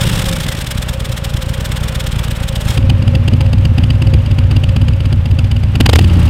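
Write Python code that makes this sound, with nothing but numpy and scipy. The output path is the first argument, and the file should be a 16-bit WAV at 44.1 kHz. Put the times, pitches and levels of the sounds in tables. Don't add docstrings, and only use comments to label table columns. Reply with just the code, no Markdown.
import sys
import numpy as np
from scipy import signal
from scipy.fft import rfft, irfft
from scipy.io import wavfile
from scipy.ndimage import uniform_filter1d

SR = 44100
rng = np.random.default_rng(int(sys.argv[2]) if len(sys.argv) > 2 else 0)


def voltage_ratio(decibels):
    exponent = np.asarray(decibels, float) / 20
    return 10 ** exponent


def pcm_store(signal):
    levels = np.round(np.clip(np.atleast_2d(signal), -1, 1) * 32767)
    wavfile.write(sys.argv[1], SR, levels.astype(np.int16).T)


N = 277389
TIME = np.arange(N) / SR

REAR, FRONT = .14, .715
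FLAP_S = (2.72, 2.78)
BLIP_S, OVERRUN_S = (5.79, 5.99), 6.04
IDLE_HZ = 8.3
START_HZ, SAG_HZ_PER_S = 8.74, 11.6
# (t/s, beat level/dB, firing strength/dB)
EFFORT = [(0, -12.5, -4), (.1, -13.5, -10), (.33, -14.5, -10), (.5, -19, -12), (.6, -17, -10),
          (.665, -15, -6.5), (1.0, -16, 3), (2.1, -13, -1), (2.58, -14.5, 2.5), (2.7, -10, 1),
          (2.82, -7.5, -3), (4.1, -9, 0), (5.68, -11.5, 0.9), (5.8, -7, -7), (5.9, -11.5, 1.3),
          (6.01, -10.5, 2), (6.18, -6.5, -12), (6.29, -7.5, -2)]


def colour(spectrum):
    hz, db = np.transpose(spectrum)
    bins = np.arange(1, N // 2 + 2) * SR / N
    gain = voltage_ratio(np.interp(np.log(bins), np.log(hz), db))
    x = irfft(rfft(rng.standard_normal(N)) * gain, N)
    return x / x.std()


def wander(rate):
    k = int(SR / rate)
    held = np.repeat(rng.standard_normal(N // k + 1), k)
    return 1.3 * uniform_filter1d(uniform_filter1d(held, k), k)[:N]


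def beats(turn, place, db, lag_s=0):
    out = np.zeros(N)
    at = np.searchsorted(turn, np.arange(len(db)) + place)
    ok = (at > 0) & (at + lag_s * SR < N - 1)
    out[at[ok] + int(lag_s * SR)] = voltage_ratio(db[ok])
    return out


def swell(turn, place, db, width_ms):
    t_ms = np.linspace(-40, 40, 2 * SR // 25 + 1)
    bell = np.exp(-.5 * (t_ms / width_ms) ** 2)
    return np.abs(signal.fftconvolve(beats(turn, place, db), bell, "same"))


def ring(pulses, modes, push_ms):
    t = np.arange(SR // 8) / SR
    tail = 0
    for hz, decay_ms, db in modes:
        tail = tail + voltage_ratio(db) * np.exp(-t * 1000 / decay_ms) * np.cos(2 * np.pi * hz * t)
    lead_ms = np.linspace(-10, 10, SR // 50 + 1)
    push = np.exp(-.5 * (lead_ms / push_ms) ** 2)
    push = push - .58 * np.exp(-.5 * ((lead_ms + 3.5) / push_ms) ** 2)
    shape = np.convolve(tail, push / (push_ms * SR / 400))
    return signal.fftconvolve(pulses, shape)[SR // 100:][:N]


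def octaves_above_idle(cycles_per_s):
    return np.maximum(np.log2(cycles_per_s / IDLE_HZ), 0)


def crank():
    # (t/s, cycles turned so far at idle speed/cycles)
    idle = [(-0.038, 0.34), (1.015, 9.71), (1.506, 13.71), (1.733, 15.71), (2.083, 18.71), (2.447, 21.71),
            (2.699, 23.71), (2.943, 25.71), (3.456, 29.71), (3.697, 31.71), (3.832, 32.72), (4.181, 35.71),
            (4.81, 40.71), (4.927, 41.71), (5.173, 43.71), (5.438, 45.71), (5.75, 48.3), (6.367, 53.26)]
    extra_hz = np.maximum(START_HZ - SAG_HZ_PER_S * TIME, 0)
    extra_hz = extra_hz + 54.85 * (np.clip(TIME, *BLIP_S) - BLIP_S[0])
    extra_hz = extra_hz - 11.25 * np.maximum(TIME - BLIP_S[1], 0)
    return np.interp(TIME, *np.transpose(idle)) + np.cumsum(extra_hz) / SR


def add(db, turn, odd):
    s, change_db = np.transpose(odd)
    db[np.interp(s, TIME, turn).astype(int)] += change_db


def firings(turn):
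    # (t/s, firing change/dB)
    burn_odd = [
        (.05, 4),
        (.31, 4),
        (.75, 6),
        (1.22, -4),
        (1.33, 1.5),
        (2.65, 2.5),
        (3.02, -4.5),
        (4.01, -2),
        (4.87, 2),
    ]
    # (t/s, puff change/dB)
    rear_odd = [(.60, 15), (2.72, -0.5), (2.84, -10), (2.96, -18), (3.09, 0), (3.22, -22), (3.47, -5),
                (3.59, -6.5), (3.71, -22), (3.85, 2), (3.96, -9), (4.20, -13), (4.45, -10), (4.57, 3.5),
                (4.94, -4.5), (5.19, -14), (5.70, -13), (6.02, 3)]
    front_odd = [(.86, -13), (.98, -12), (1.22, -26), (1.58, 2.5), (2.79, 5.5), (2.90, 4), (3.03, -7),
                 (3.28, 3.5), (3.41, 2.5), (4.27, -6), (5.01, -4), (5.13, 0), (5.26, -3), (5.39, 2.5),
                 (5.52, 1.5), (5.64, -3), (5.76, 4.5), (5.99, -2), (6.03, 3)]
    # (t/s, hiss change/dB)
    draught_odd = [
        [(.82, 1.5), (.94, -4.5), (1.30, -5.5), (1.42, 1.5), (1.54, -2), (1.66, 2)],
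        [(.88, 3.5), (1.00, -1.5), (1.24, 2), (1.60, -2.5), (2.07, 2), (2.42, 0), (2.55, 2), (2.68, -2)],
    ]
    puff_shut_db, puff_per_octave_db = (-42.5, -30.5), (12, 5.5)
    puff_open_db = (-13.5, -9)
    puff_throttle_db, puff_overrun_db = (-5.5, -6), (-49, -26.5)
    hiss_shut_db, hiss_open_db = (-25, -24), (-45, -50)

    s = np.interp(np.arange(int(turn[-1]) + 3), turn, TIME)
    chance = rng.standard_normal((len(s), 6)).T
    octaves = octaves_above_idle(np.interp(s, TIME, np.gradient(turn) * SR))
    at, beat_db, firing_db = np.transpose(EFFORT)
    beat_db, firing_db = np.interp(s, at, beat_db), np.interp(s, at, firing_db)
    add(firing_db, turn, burn_odd)
    opened = s > FLAP_S[0] - .05
    throttle = (s > BLIP_S[0]) & (s < BLIP_S[1])
    draw_db = 25 * np.maximum(s - BLIP_S[1], 0) + 0.5 * (s < START_HZ / SAG_HZ_PER_S + .05)
    puff_db, hiss_db = [], []
    for k, odd in enumerate((rear_odd, front_odd)):
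        muffled_db = puff_shut_db[k] + puff_per_octave_db[k] * octaves
        puff = np.where(opened, beat_db + puff_open_db[k], muffled_db)
        puff = np.where(throttle, puff_throttle_db[k], puff)
        puff = np.where(s > OVERRUN_S, puff_overrun_db[k], puff) + 1.6 * chance[k] * ~opened
        add(puff, turn, odd)
        puff_db.append(puff)
        hiss = np.where(opened, hiss_open_db[k] + 9.5 * octaves, hiss_shut_db[k] + 4.5 * octaves)
        hiss = hiss + draw_db + 0.7 * chance[k + 2]
        add(hiss, turn, draught_odd[k])
        hiss_db.append(hiss)
    return beat_db + .5 * chance[4], firing_db + .9 * chance[5], puff_db, hiss_db


def pipes(turn, flap, beat_db, firing_db, puff_db):
    # (f/Hz, decay/ms, level/dB)
    crack_shut, crack_open = [(121, 18, 4), (300, 9, -16)], [(134, 13, 1), (320, 4, -6)]
    blow_shut, blow_open = [(85, 2.1, 23), (203, 10, -8)], [(76, 17, 10.5), (156, 6.6, 9), (34, 18, -7)]
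    close_shut, close_open = [(51, 6.8, 15), (125, 16, 3.5), (338, 8, -13)], [(100, 10, 16), (143, 28, -1.5)]
    # (f/Hz, decay/ms, level/dB)
    can_shut, can_open = [(164.4, 6.8, -1.5), (223, 15, -9), (280, 6.6, -14.5)], [(174, 8.5, -10.5), (236.8, 29.4, -6), (280, 3.6, -10.5)]

    cycles = np.arange(len(beat_db))
    spread = rng.standard_normal((len(beat_db), 6)).T
    muted = crack = blow = close = dip = 0
    choke_db = np.where(flap[np.searchsorted(turn[:-1], cycles)] < .5, -5, 0)
    speed = np.log2(np.gradient(turn) * SR / IDLE_HZ)
    ease_db = -3.5 * np.interp(cycles, turn, speed)
    for k, place in enumerate((REAR, FRONT)):
        strong_db = 2 * np.clip(puff_db[k] + 24, -6, 2)
        muted_db = beat_db + 2 * np.clip(puff_db[k] + 28, -8, 1)
        muted = muted + beats(turn, place - .119, muted_db)
        crack = crack + beats(turn, place - .109, beat_db + strong_db)
        blow_db = beat_db + firing_db + (choke_db - 1, 0)[k] + 1.3 * spread[k + 2]
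        blow = blow + beats(turn, place - .048 + .004 * spread[k], blow_db, .006)
        close_db = beat_db + ease_db + (-2.7, 0)[k] + .9 * spread[k + 4]
        close = close + beats(turn, place + (.283, .279)[k], close_db)
        dip = dip + swell(turn, place - .06, beat_db + np.minimum(strong_db, -1) + 2 * ease_db, 4.5)

    shut = ring(muted, crack_shut, 1.15) + ring(blow, blow_shut, 1.95) + ring(close, close_shut, 1.33)
    wide = ring(crack, crack_open, 1.3) + ring(blow, blow_open, 1.95) + ring(close, close_open, 2)
    wide = wide - voltage_ratio(-11) * dip
    coasting_db = -np.minimum(np.interp(turn, cycles, firing_db), 0)
    hurry = voltage_ratio(2.4 * speed + 0.62 * coasting_db)
    shut = shut + hurry * ring(muted + blow + close, can_shut, 0.72)
    wide = wide + hurry * ring(crack - blow + close, can_open, 0.95)
    churn = np.abs(ring(crack + blow, [(0.72, 16.5, -7.5)], 1.27))
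    churn = churn * colour([(90, -7), (170, 1.0), (240, -2.5), (330, -7.5), (480, -46), (3000, -85)])
    shut, wide = shut + hurry * voltage_ratio(2.0) * churn, wide + hurry * churn
    return voltage_ratio(-2.5) * (1 - flap) * shut + voltage_ratio(1.53) * flap * wide


def gas(turn, flap, puff_db, hiss_db):
    # (f/Hz, level/dB)
    leak_colour = [(530, -37), (900, -21.5), (1160, -7.5), (1660, -5), (2680, -9.5), (3360, -1),
                   (4640, -13), (5300, -8.5), (5970, -14.5), (8560, -11), (10500, -19), (14000, -18.5),
                   (15800, -24.5)]
    whistle_colour = [(400, 3.5), (780, 5), (1100, -2.5), (2200, -1), (2850, 11), (3300, 2.5), (4250, -8.5),
                      (4800, 5), (5500, -17.5), (6700, -10.5), (7300, -16), (8300, -11), (10000, -17.5),
                      (15800, -25.5)]
    roar_colour = [(290, -5), (500, 3.5), (578, -12), (771, 0.5), (1030, -9), (2060, -11.5), (2950, -7.5),
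                   (4820, -14.5), (5490, -20.5), (12900, -27.5), (15800, -39)]

    puff = swell(turn, REAR - .07, puff_db[0], 3.4) + swell(turn, FRONT - .062, puff_db[1], 3.03)
    hiss = swell(turn, REAR + 0.19, hiss_db[0], 6.4) + swell(turn, FRONT + 0.19, hiss_db[1], 4.8)
    roar = np.clip(puff / voltage_ratio(-12) - .6, 0, 1)
    whistle = flap * puff * (1 - roar) * colour(whistle_colour) * voltage_ratio(-1.0 + 0.6 * wander(300))
    seep = (1 - flap) * voltage_ratio(-45.0)
    rush = voltage_ratio(-30.5) * np.exp(-.5 * ((TIME - 2.715) / 0.043) ** 2)
    leak = ((1 - flap) * puff + hiss + seep + rush) * colour(leak_colour) * voltage_ratio(1.5 * wander(200))
    suction = .35
    return whistle + leak + puff * roar * (colour(roar_colour) * voltage_ratio(0.5) - suction)


def buffet(turn):
    coasting = np.interp(TIME, (BLIP_S[0] - .1, BLIP_S[0], OVERRUN_S, OVERRUN_S + .05), (1, 0, 0, 1))
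    octaves = octaves_above_idle(np.gradient(turn) * SR) * coasting
    wind = colour([(10, -15), (28, 6), (45, 3), (75, -34), (300, -80)])
    return wind * voltage_ratio(-33 + 14 * octaves)


def casing(turn, flap):
    octaves = octaves_above_idle(uniform_filter1d(np.gradient(turn) * SR, SR // 10))
    at, beat_db, firing_db = np.transpose(EFFORT)
    beat_db = uniform_filter1d(np.interp(TIME, at, beat_db), SR // 4)
    throttle = np.interp(TIME, (BLIP_S[0], BLIP_S[1], 6.2), (0, 1, 0), left=0)
    clatter_db = (1 - flap) * -23 + flap * -29 + 0.71 * beat_db
    clatter_db = clatter_db + 4.5 * octaves - 4.5 * throttle
    hum_db = -32 + 12.5 * octaves * (1 - 2 * flap) + 2 * wander(9)
    hum_db = hum_db + (3.5 - 3 * (TIME - FLAP_S[1])) * flap
    return clatter_db, hum_db + 0.65 * np.minimum(np.interp(TIME, at, firing_db), 0)


def engine(turn, flap, beat_db):
    # (f/Hz, level/dB)
    metal = [(350, -8), (600, 2), (688, -9.5), (778, -2), (955, -5), (2080, -10), (2850, -7.5), (4180, -19),
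             (4800, -21), (6130, -28), (8400, -31), (12800, -34.5), (15800, -58)]
    clatter_db, hum_db = casing(turn, flap)
    ticking = voltage_ratio(0.27 * np.cos(8 * np.pi * turn) + 1.0 * wander(60))
    clatter = colour(metal) * ticking * voltage_ratio(clatter_db + 2.0)

    shaft = uniform_filter1d(turn, SR // 10, mode="nearest")
    shaft = shaft + .003 * np.sin(4 * np.pi * turn)
    whine = np.sin(2 * np.pi * 170 * shaft + .7 * wander(90))
    sing_db = 22 * np.clip(np.log2(np.gradient(shaft) * SR / IDLE_HZ), 0, .45)
    whine *= voltage_ratio(clatter_db - 15 - 8 * flap + sing_db + 2 * wander(45))

    hum = colour([(380, -21), (500, -9.5), (534, 8.5), (575, -7.0), (720, -61)]) * voltage_ratio(hum_db - 3.5)
    load_db = np.interp(turn, np.arange(len(beat_db)), beat_db)
    rumble = colour([(15, -12), (30, -3), (60, -3), (95, 0), (130, -4), (250, -12), (420, -24),
                     (900, -45), (3000, -90)]) * voltage_ratio(load_db - 17.5)
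    whistle = voltage_ratio(-72 + 2.5 * wander(6)) * np.sin(2 * np.pi * 12600 * TIME + .8 * wander(30))
    return clatter + whine + hum + rumble + whistle


def scene():
    turn = crank()
    flap = np.interp(TIME, FLAP_S, (0, 1))
    beat_db, firing_db, puff_db, hiss_db = firings(turn)
    bike = pipes(turn, flap, beat_db, firing_db, puff_db)
    bike = bike + gas(turn, flap, puff_db, hiss_db)
    bike = bike + buffet(turn)
    bike = bike + engine(turn, flap, beat_db)
    return bike[None]


def low_pass(x):
    return signal.sosfilt(signal.butter(12, 15910, fs=SR, output="sos"), x)


def record(dry):
    x = signal.sosfilt(signal.butter(1, 22, "high", fs=SR, output="sos"), dry)
    x = x / (1 + np.abs(x) ** 9) ** (1 / 9)
    x = signal.sosfilt(signal.ellip(10, .2, 60, 15880, fs=SR, output="sos"), x)
    return low_pass(x)


dry = scene()
out = record(dry)
pcm_store(out)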